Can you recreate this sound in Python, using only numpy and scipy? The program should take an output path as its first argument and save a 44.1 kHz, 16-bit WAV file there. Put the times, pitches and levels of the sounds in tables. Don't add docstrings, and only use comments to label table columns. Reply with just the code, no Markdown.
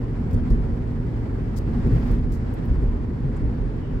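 import sys
import numpy as np
from scipy import signal
from scipy.fft import rfft, irfft
from scipy.io import wavfile
from scipy.ndimage import uniform_filter1d

SR = 44100
rng = np.random.default_rng(int(sys.argv[2]) if len(sys.argv) > 2 else 0)


def pcm_store(signal):
    levels = np.round(np.clip(np.atleast_2d(signal), -1, 1) * 32767)
    wavfile.write(sys.argv[1], SR, levels.astype(np.int16).T)


N = 176400
T, HZ = np.arange(N) / SR, np.fft.rfftfreq(N, 1 / SR)

# start_s, heave_db, shake_db, knock_db
BUMPS = [(0.324, -20.5, -17.5, -25.5), (.496, -14.5, -23, -20.5), (.69, -27.5, -32, -31),
         (1.675, -22.5, -24.5, -23.5), (1.84, -23.5, -19, -20.5), (1.914, -20, -13.5, -24.5),
         (2.094, -18, -25, -21.5), (2.22, -19.5, -40, -39), (2.667, -36, -22.5, -36),
         (2.697, -15.5, -37, -35), (2.818, -15, -25.5, -26), (3.23, -21.5, -20, -27.5),
         (3.409, -18, -24.5, -23), (3.6, -21, -34, -39), (3.921, -22.5, -29, -39)]
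# time_s, level_db
HEAVE_LEVEL = [(0, -29), (1.5, -28), (2.2, -24), (2.5, -30), (4, -33)]
# freq_hz, gain_db
RUMBLE_SPECTRUM = [(10, -33), (25, -7.5), (47, 6.5), (62, -4), (80, -8.5), (120, -55), (4000, -170)]
# time_s, gain_db
SHAKE_GAIN = [(0, -26.5), (1.6, -26.5), (2.0, -25.5), (2.35, -27), (4, -29)]
# freq_hz, gain_db
BOOM_SPECTRUM = [(40, -41.5), (75, -4), (125, -7), (160, -1.5), (192, -7.5), (262, -6.5), (305, -11),
                 (400, -12.5), (580, -23.5), (4000, -130)]
# freq_hz, width_hz, lift_db
CABIN_MODES = [(82, 16, 7), (116, 23, 14), (445, 40, 2)]
# time_s, level_db
CAVITY_LEVEL = [(0, -38.5), (.48, -28), (.7, -35), (1.55, -39), (1.85, -27.5), (2.1, -28.5), (2.35, -36),
                (4, -38)]
# freq_hz, width_hz
CAVITY_MODES = [(229, 32), (249, 17)]
# time_s, gain_db
SURFACE_GAIN = [(0, -49.5), (.5, -48.5), (1.05, -49), (1.65, -48.5), (1.95, -46), (2.13, -46),
                (2.29, -49.5), (2.48, -48), (2.8, -48), (3.1, -50), (3.42, -48.5), (4, -49)]
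# freq_hz, gain_db
ROAR_LEFT_SPECTRUM = [(150, -8), (500, -3.5), (690, 1), (880, -2.5), (1080, -7.5), (1500, -8.5),
                      (2000, -13), (2500, -19.5), (3100, -20), (4000, -25.5), (5200, -28), (6200, -36),
                      (7900, -34), (8500, -41), (15500, -48)]
ROAR_RIGHT_SPECTRUM = [(150, -8), (500, -3.5), (700, -2), (950, -2), (1250, -9), (1900, -9.5), (2500, -19),
                       (3550, -31), (4400, -26), (5200, -28), (6200, -34), (7800, -35), (8500, -41),
                       (15500, -50)]
# start_s, level_db, pan_db, decay_s, lowest_hz
# the row at 2.3188 s is the sharp onset of the second scuff, close to the left microphone
TICKS = [(.3102, -53.5, 3, .003, 3500), (.3294, -53.5, 2, .01, 5000), (.3434, -51.5, 1, .003, 4000),
         (.5012, -57, 0, .009, 3000), (.5256, -56, 1, .003, 4000), (1.5836, -45, 7, .003, 4000),
         (1.9305, -57, -1, .01, 10500), (2.1108, -52, -1, .008, 3300), (2.3188, -55, 14, .006, 3300),
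         (2.538, -50, 6, .004, 7500), (2.6548, -53.5, 1, .004, 10500), (2.822, -58, 4, .004, 4500)]
# freq_hz, gain_db
TICK_SPECTRUM = [(4600, 0), (8000, -1), (10000, -4), (12500, 0), (15500, -2)]
# start_s, level_db, decay_s
CLINKS = [(.3434, -53, .005), (.5012, -54.5, .02)]
# freq_hz, width_hz, gain_db
CLINK_MODES = [(3900, 1400, -5), (4850, 1000, -1), (6900, 2600, -2)]
# start_s, rise_s, hold_s, decay_s, left_db, pan_db
SCUFFS = [(1.557, .013, .018, .002, -44, 18), (2.3188, .001, .028, .022, -52, 24)]
# freq_hz, gain_db
SCUFF_SPECTRUM = [(1500, -24), (3000, -9), (3800, 0), (5200, 3), (8100, 1), (8800, -4), (15500, -4.5)]
# start_s, length_s
SQUEAK_TIMES = [(3.362, .018), (3.81, .12)]
# pitch_hz, width_hz, level_db
SQUEAK_TONES = [(7400, 3800, -62), (2970, 420, -61.5)]
# freq_hz, gain_db
AIR_SPECTRUM = [(3000, 0), (7100, -3), (7850, 5), (8600, -5), (11200, 2), (12100, -7), (14300, -3)]
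# time_s, level_db
AIR_LEVEL = [(0, -76), (1.1, -75.5), (2.7, -79), (4, -84.5)]
# freq_hz, coherence
MIC_COHERENCE = [(120, .98), (250, .96), (310, .76), (460, .76), (550, .05), (670, -.4), (850, .05)]
# freq_hz, left_lead_rad
MIC_PHASE = [(50, .48), (120, .18), (200, .18), (430, -.2), (1000, 0)]
# freq_hz, left_minus_right_db
MIC_BALANCE = [(25, -3), (100, .5), (280, -1), (360, -4), (450, -4), (530, 0)]

HEAVE_COLUMN, SHAKE_COLUMN, KNOCK_COLUMN = 1, 2, 3
KNOCK_BASE_DB, KNOCK_DECAY_S = -27, .092
CONTACT_RISE_S = .0012


def amp(db):
    return 10 ** (np.asarray(db) / 20)


def unit(x):
    return x / np.sqrt(np.mean(x ** 2) + 1e-20)


def over_hz(points, hz=HZ):
    knots_hz, values = np.transpose(points)
    return np.interp(np.log(hz + 1), np.log(knots_hz + 1), values)


def over_time(points, time_s=T):
    return np.interp(time_s, *np.transpose(points))


def pan(db):
    return amp(np.array([[db], [-db]]) / 2)


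def resonance_db(hz, width_hz):
    return -20 * np.log10(1 + (2 * (HZ - hz) / width_hz) ** 2)


def mic_spectra(hz, shape):
    shared, separate = rng.standard_normal((2, *shape)) + 1j * rng.standard_normal((2, *shape))
    coherence = np.clip(over_hz(MIC_COHERENCE, hz), -1, 1)
    right = coherence * shared + np.sqrt(1 - coherence ** 2) * separate
    lag = np.exp(-1j * over_hz(MIC_PHASE, hz))
    tilt = amp(over_hz(MIC_BALANCE, hz) / 2)
    return np.array([shared * tilt, right * lag / tilt])


def noise(colour_db):
    return unit(irfft(mic_spectra(HZ, HZ.shape) * amp(colour_db), N))


def steadied(x, samples=3000):
    power = uniform_filter1d(uniform_filter1d((x ** 2).mean(0), samples), samples)
    return x / np.sqrt(abs(power) + 1e-9)


def bump_envelope(base_db, column, decay_s, rise_s=.011):
    power = amp(base_db) ** 2
    for bump in BUMPS:
        age_s = T - bump[0]
        shape = np.clip(age_s / rise_s, 0, 1) * np.exp(-np.maximum(age_s - rise_s, 0) / decay_s)
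        power = power + (amp(bump[column]) * shape) ** 2
    return np.sqrt(power)


def body_rumble():
    heave = bump_envelope(over_time(HEAVE_LEVEL), HEAVE_COLUMN, decay_s=.096)
    return steadied(noise(over_hz(RUMBLE_SPECTRUM))) * heave


def cabin_boom(split_hz=177):
    lift_db = sum(db / (1 + (2 * (HZ - hz) / width_hz) ** 2) for hz, width_hz, db in CABIN_MODES)
    boom = noise(over_hz(BOOM_SPECTRUM) + lift_db)
    low = irfft(rfft(boom) / (1 + (HZ / split_hz) ** 10), N)
    shake = bump_envelope(over_time(SHAKE_GAIN), SHAKE_COLUMN, decay_s=.049)
    knock = bump_envelope(KNOCK_BASE_DB, KNOCK_COLUMN, KNOCK_DECAY_S)
    return low.std() * steadied(low) * shake + (boom - low) * knock


def tyre_drone():
    ring = sum(noise(resonance_db(*mode)) for mode in CAVITY_MODES)
    return steadied(ring, samples=4000) * amp(over_time(CAVITY_LEVEL))


def tyre_roar(gain_db=4.5, patchy_db=.5, flicker_db=1):
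    size, hop = 512, 128
    frames, hz = N // hop + 5, np.fft.rfftfreq(size, 1 / SR)
    surface_db = over_time(SURFACE_GAIN, np.arange(frames) * hop / SR)[:, None]
    brighter_db = np.clip(hz / 4000, 0, 1) * (surface_db - surface_db.mean())
    drift = uniform_filter1d(rng.standard_normal((frames, len(hz))), size=24, axis=0)
    patches = unit(uniform_filter1d(drift, size=7, axis=1))
    flicker = unit(uniform_filter1d(rng.standard_normal((frames, 1)), size=8, axis=0))
    base_db = np.array([over_hz(ROAR_LEFT_SPECTRUM, hz), over_hz(ROAR_RIGHT_SPECTRUM, hz)])[:, None]
    colour_db = base_db + brighter_db + patchy_db * patches + flicker_db * flicker
    spectra = mic_spectra(hz, patches.shape) * amp(colour_db)
    _, roar = signal.istft(spectra.transpose(0, 2, 1), nperseg=size, noverlap=size - hop)
    return unit(roar[:, :N]) * amp(gain_db + over_time(SURFACE_GAIN))


def tick(start_s, level_db, pan_db, decay_s, lowest_hz, tail_db=-14, tail_s=.018):
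    age_s = np.maximum(T - start_s, 0)
    fall = np.exp(-age_s / decay_s) + amp(tail_db) * np.exp(-age_s / tail_s)
    shape = np.minimum(age_s / CONTACT_RISE_S, 1) * fall
    highpass_db = -10 * np.log10(1 + (lowest_hz / (HZ + 1)) ** 10)
    return noise(over_hz(TICK_SPECTRUM) + highpass_db) * shape * amp(level_db) * pan(pan_db)


def clink(start_s, level_db, decay_s):
    age_s = np.maximum(T - start_s, 0)
    shape = np.minimum(age_s / CONTACT_RISE_S, 1) * np.exp(-age_s / decay_s)
    ring = sum(amp(db) * noise(resonance_db(hz, width_hz)) for hz, width_hz, db in CLINK_MODES)
    return unit(ring) * shape * amp(level_db)


def scuff(start_s, rise_s, hold_s, decay_s, left_db, pan_db, grain_db=.5):
    age_s = T - start_s
    shape = np.clip(age_s / rise_s, 0, 1) * np.exp(-np.maximum(age_s - rise_s - hold_s, 0) / decay_s)
    grain = unit(uniform_filter1d(rng.standard_normal(N), size=50))
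    hiss = unit(noise(over_hz(SCUFF_SPECTRUM)) * amp(grain_db * grain))
    return hiss * shape * amp([[left_db], [left_db - pan_db]])


def trim_squeak(start_s, length_s, pitch_hz, width_hz, level_db):
    progress = np.clip((T - start_s) / length_s, 0, 1)
    shape = np.sqrt(abs(np.sin(np.pi * progress)))
    return noise(resonance_db(pitch_hz, width_hz)) * shape * amp(level_db) * pan(db=4)


def trim_chatter(level_db=-75, rate_per_s=900, spread_db=2.5, decay_s=.002, jolt_db=-6.5):
    hits = (rng.random(N) < rate_per_s / SR) * amp(spread_db * np.minimum(rng.exponential(1, N), 3))
    shape = signal.lfilter([1], [1, -np.exp(-1 / (decay_s * SR))], hits)
    surface_db = over_time(SURFACE_GAIN)
    coarseness = amp(7.6 * (surface_db - surface_db.max()))
    knock = bump_envelope(KNOCK_BASE_DB, KNOCK_COLUMN, KNOCK_DECAY_S)
    jolt = (knock - knock.min()) / np.ptp(knock)
    drive = np.hypot(coarseness, amp(jolt_db) * jolt)
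    return amp(level_db) * unit(noise(over_hz(TICK_SPECTRUM)) * shape * drive)


def air_hiss():
    return noise(over_hz(AIR_SPECTRUM)) * amp(over_time(AIR_LEVEL)) * pan(db=9)


def glass_reflections(x, count=10, echo_db=-24.5, longest_s=.011, highpass_hz=1000):
    delays_s = rng.uniform(.05, 1, (count, 2, 1)) * longest_s
    echoes = sum(np.exp(-2j * np.pi * HZ * delay_s) for delay_s in delays_s)
    response = 1 + amp(echo_db) * echoes * HZ / (HZ + highpass_hz)
    return x.std() * unit(irfft(rfft(x) * response, N))


def scene():
    road = body_rumble() + cabin_boom() + tyre_drone() + glass_reflections(tyre_roar() + air_hiss())
    chatter = trim_chatter()
    ticks = sum(tick(*row) for row in TICKS)
    clinks = sum(clink(*row) for row in CLINKS)
    squeaks = sum(trim_squeak(*when, *tone) for when, tone in zip(SQUEAK_TIMES, SQUEAK_TONES))
    scuffs = sum(scuff(*row) for row in SCUFFS)
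    return road + ticks + clinks + scuffs + squeaks + chatter


def record(dry, fade_s=.004, cutoff_hz=15850):
    faded = dry * np.clip(np.minimum(T, T[-1] - T) / fade_s, 0, 1)
    lowpass = signal.firwin(511, cutoff_hz, window=("kaiser", 9), fs=SR)
    return signal.oaconvolve(faded, lowpass[None], "same")


dry = scene()
out = record(dry)
pcm_store(out)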